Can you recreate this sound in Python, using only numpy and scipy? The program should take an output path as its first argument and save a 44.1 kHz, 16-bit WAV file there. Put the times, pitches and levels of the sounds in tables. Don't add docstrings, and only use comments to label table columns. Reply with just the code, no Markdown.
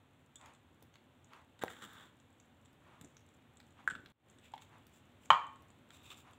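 import sys
import numpy as np
from scipy import signal
from scipy.fft import rfft, irfft, next_fast_len
from scipy.io import wavfile

SR = 44100
rng = np.random.default_rng(int(sys.argv[2]) if len(sys.argv) > 2 else 0)


def transcribe(u):
    v = np.clip(np.atleast_2d(u).T, -1, 1)
    q = np.round(v * 32767).astype(np.int16)
    wavfile.write(sys.argv[1], SR, q)


N = 281358
TIME = np.arange(N) / SR

# (time [s], level [dB], pitch [Hz], crack level [dB])
LARGE_BUBBLES = [(3.876, -17.5, 1544, -43), (3.8998, -38, 1580, -44.5), (3.9083, -32, 1540, -46.5),
                 (3.9517, -36, 1500, -71), (4.537, -36, 870, -63)]
# (frequency [Hz], relative density [dB])
CRACKLE_SPECTRUM = [(3500, -22.5), (4500, -13.5), (5500, -8.5), (6600, -4.5), (7400, 5.5), (8500, -5.5),
                    (10000, -10), (12500, -13), (15300, -7), (17000, -12)]
# (time [s], level [dB])
KNOCK_HITS = [(5.3036, -7.5), (5.3102, -24)]


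def burst(crack_db, hz, splash_db, band_ratio=1.103):
    chirp = amp(crack_db - 4) * bubble(hz, swell_s=.0003, t60_s=.003, glide=.03)
    crack = amp(crack_db - 7) * puff(hz / band_ratio, hz * band_ratio, swell_s=.00053, t60_s=.014)
    thud = amp(3.5) * puff(800, 2700, swell_s=.00037, t60_s=.016)
    hollow = amp(3.5) * puff(3100, 3820, swell_s=.0004, t60_s=.013)
    spray = amp(-14.5) * puff(9500, 17000, swell_s=.00051, t60_s=.011)
    return chirp + crack + amp(splash_db) * (thud + hollow + spray)


def ticks(strays_per_s=2.5, spread_db=6):
    # (time [s], crack level [dB], pitch [Hz], splash level [dB])
    small_bubbles = [(0.3567, -46, 7540, -67.5), (0.412, -55, 7360, -64), (0.459, -56, 6860, -60.5),
                     (0.536, -57.5, 7600, -74), (0.94, -65, 6500, -67), (.9557, -64, 7300, -61.5),
                     (1.244, -55.5, 6900, -77), (1.3334, -68, 6570, -56), (1.5914, -59, 7500, -60),
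                     (2.3996, -54, 6900, -73), (3.012, -48.5, 7400, -61.5), (3.046, -51, 7100, -70),
                     (3.1678, -52, 6040, -65), (3.5703, -54, 7470, -72), (3.6012, -59, 7300, -59),
                     (4.0595, -73, 7400, -56), (4.2988, -55, 7500, -73), (4.3854, -56, 7600, -68),
                     (4.578, -69, 7300, -57), (4.6199, -54.5, 7000, -62.5), (5.257, -50, 7190, -67),
                     (5.9048, -57.5, 7460, -59.5)]
    out = np.zeros(N)
    for s, crack_db, hz, splash_db in small_bubbles:
        add(out, s, burst(crack_db, hz, splash_db))
    for s, _, _, crack_db in LARGE_BUBBLES:
        add(out, s, burst(crack_db, hz=7600, splash_db=-58.5))
    for when, size in rng.random((round(strays_per_s * N / SR), 2)):
        size_db = spread_db * (2 * size - 1)
        add(out, when * (N - 1) / SR, burst(size_db - 63.5, hz=7400, splash_db=size_db - 76))
    return out


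def plops(swell_cycles=1, ring_cycles=16):
    out = np.zeros(N)
    for s, db, hz, _ in LARGE_BUBBLES:
        add(out, s, amp(db) * bubble(hz, swell_cycles / hz, ring_cycles / hz, glide=.017))
        add(out, s, amp(-57) * puff(2200, 3500, swell_s=.0005, t60_s=.042))
    return out


def simmer(rise_db_per_s=.5042):
    # (frequency [Hz], relative density [dB])
    flame_spectrum = [(15, -53), (25, -16.5), (49, -17.5), (69, -3), (86, 2.5), (145, -0.5), (189, -7.5),
                      (249, 0), (321, -7), (357, -6.5), (403, -17), (442, -11), (600, -12), (780, -40.5),
                      (1320, -120)]
    hiss_spectrum = [(240, -32.5), (400, -3), (481, -10), (579, -6.5), (765, -2.5), (893, -4), (949, -4.5),
                     (2400, -11), (2590, -10.5), (3580, -11.5), (4950, -31.5), (7630, -22), (9320, -30),
                     (15000, -30), (16000, -31)]
    flame = amp(-68.5) * coloured(rng.standard_normal(N), flame_spectrum)
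    hiss = amp(-73) * coloured(rng.standard_normal(N), hiss_spectrum)
    pops = np.abs(grains(per_s=45, spread_db=3.5))
    envelope = signal.fftconvolve(pops, pulse(swell_s=.0005, t60_s=.018))[:N]
    fizz = amp(-90) * coloured(envelope * rng.standard_normal(N), CRACKLE_SPECTRUM)
    return amp(rise_db_per_s * TIME) * (flame + hiss + fizz)


def hard_knock():
    # (frequency [Hz], level [dB], t60 [s])
    damped_modes = [(705, -19.5, .026), (914, -6.5, 0.041), (1139, 3.5, 0.019), (1340, -18.5, 0.017),
                    (1705, -9.5, 0.013), (2356, -12.5, 0.018), (3056, -5, 0.02), (3870, -21.5, 0.015)]
    body = struck(KNOCK_HITS, damped_modes, contact_s=.00037)
    crack = np.zeros(N)
    for s, db in KNOCK_HITS:
        add(body, s, amp(db - 22) * puff(1700, 2860, swell_s=.00036, t60_s=.029))
        add(crack, s, amp(db - 29.5) * puff(6220, 7420, swell_s=.0002, t60_s=.015))
    body = signal.sosfilt(signal.butter(6, 4400, fs=SR, output="sos"), body)
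    return low_cut(low_cut(body, hz=507), hz=430), crack


def knock_ring(t60_share_at_1khz=.87):
    # (frequency [Hz], level [dB], free t60 [s])
    free_modes = [(890, -3.5, .17), (955, -2.5, 0.41), (1042, -4, 0.39), (1058, 2.5, 0.2), (1090, -4, 0.57),
                  (1060, -4.5, .24), (1140, -10.5, 0.26), (1225, -1, .36), (1333, -5.5, 0.33),
                  (1300, -16.5, 0.24), (1930, -12, 0.25), (2205, -11, 0.21), (2880, -16, 0.2),
                  (3138, -12.5, .14), (3216, -9.5, 0.2)]
    modes = [(hz, db, t60_share_at_1khz * t60_s * (1000 / hz) ** .2) for hz, db, t60_s in free_modes]
    return amp(-19) * low_cut(struck(KNOCK_HITS[:1], modes, contact_s=.00296), hz=400)


def clatter():
    out = np.zeros(N)
    s, db = KNOCK_HITS[0]
    low = amp(-22) * puff(880, 1400, swell_s=.003, t60_s=.17)
    high = amp(-34) * puff(3000, 3300, swell_s=.002, t60_s=.16)
    wash = amp(-35) * puff(1500, 3400, swell_s=.002, t60_s=.17)
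    fade = np.linspace(1, 0, len(low)) ** .5
    add(out, s, amp(db) * (low + high + wash) * fade)
    return out


def packet(fall_ratio=1.71, rub_db=-17.5):
    # (time [s], level [dB])
    snaps = [(1.6195, -40), (1.624, -44.5), (1.681, -37)]
    # (frequency [Hz], level [dB], t60 [s])
    snap_modes = [(1593, -6.5, 0.044), (1890, 4, 0.012), (2500, -2, 0.0062), (3750, -6.5, 0.0075),
                  (7640, -18, .008)]
    # (peak time [s], level [dB], rise width [s], relative crackle [dB])
    handlings = [
        [(1.6215, -43.5, 0.0041, -14), (1.706, -54, .014, -9), (1.834, -50, 0.012, -9.5),
         (1.985, -58.5, 0.036, -12.5)],
        [(4.452, -65.5, .018, -10.5), (4.622, -69, 0.0083, 0.5), (4.95, -74, 0.02, 1), (5.24, -75, 0.013, 1.5)],
        [(5.945, -64.5, 0.017, -4), (6.058, -62.5, 0.018, -6), (6.116, -53.5, 0.011, -9),
         (6.183, -66, 0.014, -1)],
    ]
    # (frequency [Hz], relative density [dB])
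    body_spectra = [
        [(200, 10), (600, -2), (1000, 4), (1600, 11), (2000, 2.5), (2600, -6), (3100, 2.5), (3600, 7),
         (4100, -9), (5000, -29)],
        [(1200, -16), (2600, 1.5), (3600, -1), (4500, -20.5)],
        [(200, -16), (600, -15), (1200, 0.5), (1900, -15.5), (2500, 1), (3100, -4.5), (3650, 5), (4100, -12.5),
         (5000, -25)],
    ]
    out = struck(snaps, snap_modes, contact_s=.0002)
    for squeezes, spectrum in zip(handlings, body_spectra):
        clumps = amp(2 * rms_one(band(rng.standard_normal(N), 25, 140)))
        creases = clumps * grains(per_s=7000, spread_db=2.2)
        held = (TIME > squeezes[0][0]) & (TIME < squeezes[-1][0])
        strongest_db = max(row[1] for row in squeezes)
        rub = held * amp(strongest_db + rub_db)
        body = crackle = 0
        for s, db, width_s, crackle_db in squeezes:
            body += swell(s, db, width_s, fall_ratio)
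            crackle += swell(s, db + crackle_db, width_s, fall_ratio)
        out += np.maximum(body, rub) * coloured(creases, spectrum)
        out += np.maximum(crackle, amp(-11) * rub) * coloured(creases, CRACKLE_SPECTRUM)
    return out


def dull_taps():
    # (time [s], level [dB])
    hits = [(0.824, -54.5), (1.637, -23.5)]
    # (frequency [Hz], level [dB], t60 [s])
    modes = [(233, -27, 0.025), (496, -6, 0.024), (754, 4, 0.0072), (1160, -0.5, 0.0023),
             (3580, -16, 0.0092), (5940, -14.5, .004), (9660, -18.5, 0.01), (14300, -9.5, 0.0026)]
    return low_cut(struck(hits, modes, contact_s=.0001), hz=160)


def light_ping():
    # (time [s], level [dB])
    hits = [(.357, -55.5)]
    # (frequency [Hz], level [dB], t60 [s])
    modes = [(3340, -2, .09), (3570, -2.5, .12), (7800, 5, .05)]
    return struck(hits, modes, contact_s=.00031)


def clicks():
    # (time [s], level [dB])
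    pinpricks = [(.3564, -66), (.4589, -69), (.825, -61.5), (1.933, -63), (2.7296, -73), (3.012, -63),
                 (3.8758, -58.5), (4.8673, -64), (5.6217, -66.5), (6.0317, -69.5), (6.3096, -69.5)]
    out = np.zeros(N)
    for s, db in pinpricks:
        top = puff(9500, 17000, swell_s=.0005, t60_s=.011)
        snap = amp(-2) * puff(1500, 9000, swell_s=.0004, t60_s=.015)
        add(out, s, amp(db) * (top + snap))
    return out


def bumps(slosh_db=-55.5, period_s=.037, loss_db=1.5):
    # (time [s], level [dB])
    low_thuds = [(.827, -61.5), (1.845, -61), (2.929, -64.5), (3.006, -60), (3.036, -56.5), (5.305, -47),
                 (5.608, -63)]
    slosh = [(LARGE_BUBBLES[0][0] + k * period_s, slosh_db - k * loss_db) for k in range(6)]
    out = np.zeros(N)
    for s, db in low_thuds + slosh:
        add(out, s, amp(db) * puff(67, 340, swell_s=.003, t60_s=.14))
    return out


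def swishes():
    # (peak time [s], level [dB], rise width [s])
    events = [(0.45, -60, 0.033), (1.345, -60.5, .028), (1.987, -67, 0.039), (2.903, -65.5, 0.053),
              (3.797, -62, .018), (4.741, -64, 0.025), (6.28, -62, 0.021)]
    # (frequency [Hz], relative density [dB])
    spectrum = [(300, -14), (600, -7), (820, -0.5), (1120, 0.5), (1300, -3.5), (1550, -7), (2500, -10.5),
                (3600, -16.5), (5000, -31.5), (6600, -26), (10000, -33.5)]
    envelope = sum(swell(s, db, width_s, fall_ratio=1.95) for s, db, width_s in events)
    return envelope * coloured(rng.standard_normal(N), spectrum)


def echoes(x):
    # (delay [s], level [dB])
    reflections = [(.0036, -14), (.0088, -12), (0.0119, -12.5), (.027, -15), (.039, -23.5)]
    out = np.zeros(N)
    for delay_s, db in reflections:
        add(out, delay_s, amp(db) * x)
    return out


def kitchen(x, paths=24):
    # (frequency [Hz], t60 [s])
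    decay = [(150, 0.45), (600, 0.37), (1100, 0.43), (2000, 0.42), (3200, 0.4), (7500, 0.33), (15000, .17)]
    # (frequency [Hz], relative level [dB])
    colour = [(100, 0), (300, -1.5), (550, -1), (850, 0), (1200, -3.5), (1600, -6), (2200, 1), (3200, -5),
              (5000, -4.5), (7500, -2.5), (15000, -2)]
    size = next_fast_len(SR)
    hz = np.arange(size // 2 + 1) * SR / size
    t60_s = at_hz(decay, hz)
    response = 0
    for k in range(paths):
        path_s = .012 + .046 * (k * k * np.sqrt(2) % 1)
        round_trip = amp(-60 * path_s / t60_s) * np.exp(-2j * np.pi * hz * path_s)
        response += (-1) ** k * np.sqrt(path_s) * round_trip / (1 - round_trip)
    for scatter_s in (.00073, .00171, .00293):
        lag = np.exp(-2j * np.pi * hz * scatter_s)
        response *= (lag - .6) / (1 - .6 * lag)
    tail = irfft(response * amp(at_hz(colour, hz)), size)
    return signal.fftconvolve(x, tail / np.sqrt(np.sum(tail ** 2)))[:N]


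def dip(start_s=4.121, fall_s=.0026, recovery_s=.17, depth_db=24.5):
    since_s = TIME - start_s
    fall = np.clip(since_s / fall_s, 0, 1)
    remaining = np.clip(1 - since_s / recovery_s, 0, 1)
    return amp(-depth_db * fall * remaining)


def bubble(hz, swell_s, t60_s, glide):
    pitch_hz = hz * (1 + glide * np.minimum(TIME[:SR // 10] / t60_s, 1))
    return pulse(swell_s, t60_s) * np.sin(2 * np.pi * np.cumsum(pitch_hz) / SR)


def struck(hits, modes, contact_s):
    t, out = TIME[:SR], np.zeros(N)
    ringing = sum(amp(db - 60 * t / t60_s) * np.sin(2 * np.pi * hz * t) for hz, db, t60_s in modes)
    for s, db in hits:
        add(out, s, amp(db) * ringing * (1 - np.exp(-t / contact_s)))
    return out


def puff(low_hz, high_hz, swell_s, t60_s):
    return rms_one(band(rng.standard_normal(SR // 10), low_hz, high_hz)) * pulse(swell_s, t60_s)


def grains(per_s, spread_db):
    sizes = amp(spread_db * np.minimum(rng.exponential(1, N), 4)) * rng.choice([-1, 1], N)
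    return sizes * (rng.random(N) < per_s / SR)


def pulse(swell_s, t60_s):
    t = TIME[:SR // 10]
    shape = (1 - np.exp(-t / swell_s)) ** 2 * amp(-60 * t / t60_s)
    return shape / shape.max()


def swell(peak_s, db, width_s, fall_ratio):
    sigma_s = width_s * np.where(TIME > peak_s, fall_ratio, 1)
    return amp(db) * np.exp(-((TIME - peak_s) / sigma_s) ** 2 / 2)


def coloured(x, spectrum):
    size = next_fast_len(N)
    hz = np.maximum(np.arange(size // 2 + 1) * SR / size, 1)
    skirts = np.minimum(1, np.minimum(hz / spectrum[0][0], spectrum[-1][0] / hz)) ** 4
    return rms_one(irfft(rfft(x, size) * amp(at_hz(spectrum, hz)) * skirts, size)[:N])


def band(x, low_hz, high_hz):
    return signal.sosfilt(signal.butter(2, [low_hz, high_hz], "band", fs=SR, output="sos"), x)


def low_cut(x, hz):
    return signal.sosfilt(signal.butter(2, hz, "high", fs=SR, output="sos"), x)


def at_hz(points, hz):
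    points = np.array(points)
    return np.interp(np.log(np.maximum(hz, 1)), np.log(points[:, 0]), points[:, 1])


def add(out, start_s, sound):
    start = round(start_s * SR)
    out[start:start + len(sound)] += sound[:N - start]


def amp(db):
    return 10 ** (np.asarray(db) / 20)


def rms_one(x):
    return x / np.sqrt(np.mean(x ** 2) + 1e-20)


def scene():
    body, crack = hard_knock()
    knock = body + crack
    ticking = ticks() + clicks()
    plopping, rustle, taps = plops(), packet(), dull_taps()
    near = echoes(amp(-.5) * ticking + amp(-1) * plopping + amp(-2.5) * knock + amp(-5) * taps)
    room = kitchen(amp(-12) * ticking + amp(-17.5) * plopping + amp(-15) * knock
                   + amp(-11) * clatter() + amp(-15.5) * rustle + amp(-20.5) * taps)
    broth = ticking + plopping + simmer()
    background = taps + light_ping() + swishes() + bumps()
    kitchenware = knock + knock_ring() + clatter()
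    direct = broth + kitchenware + rustle + background
    return (dip() * (direct + near + room))[None]


def record(dry, cutoff_hz=15700):
    return signal.sosfilt(signal.ellip(10, .1, 70, cutoff_hz, fs=SR, output="sos"), dry)


dry = scene()
out = record(dry)
transcribe(out)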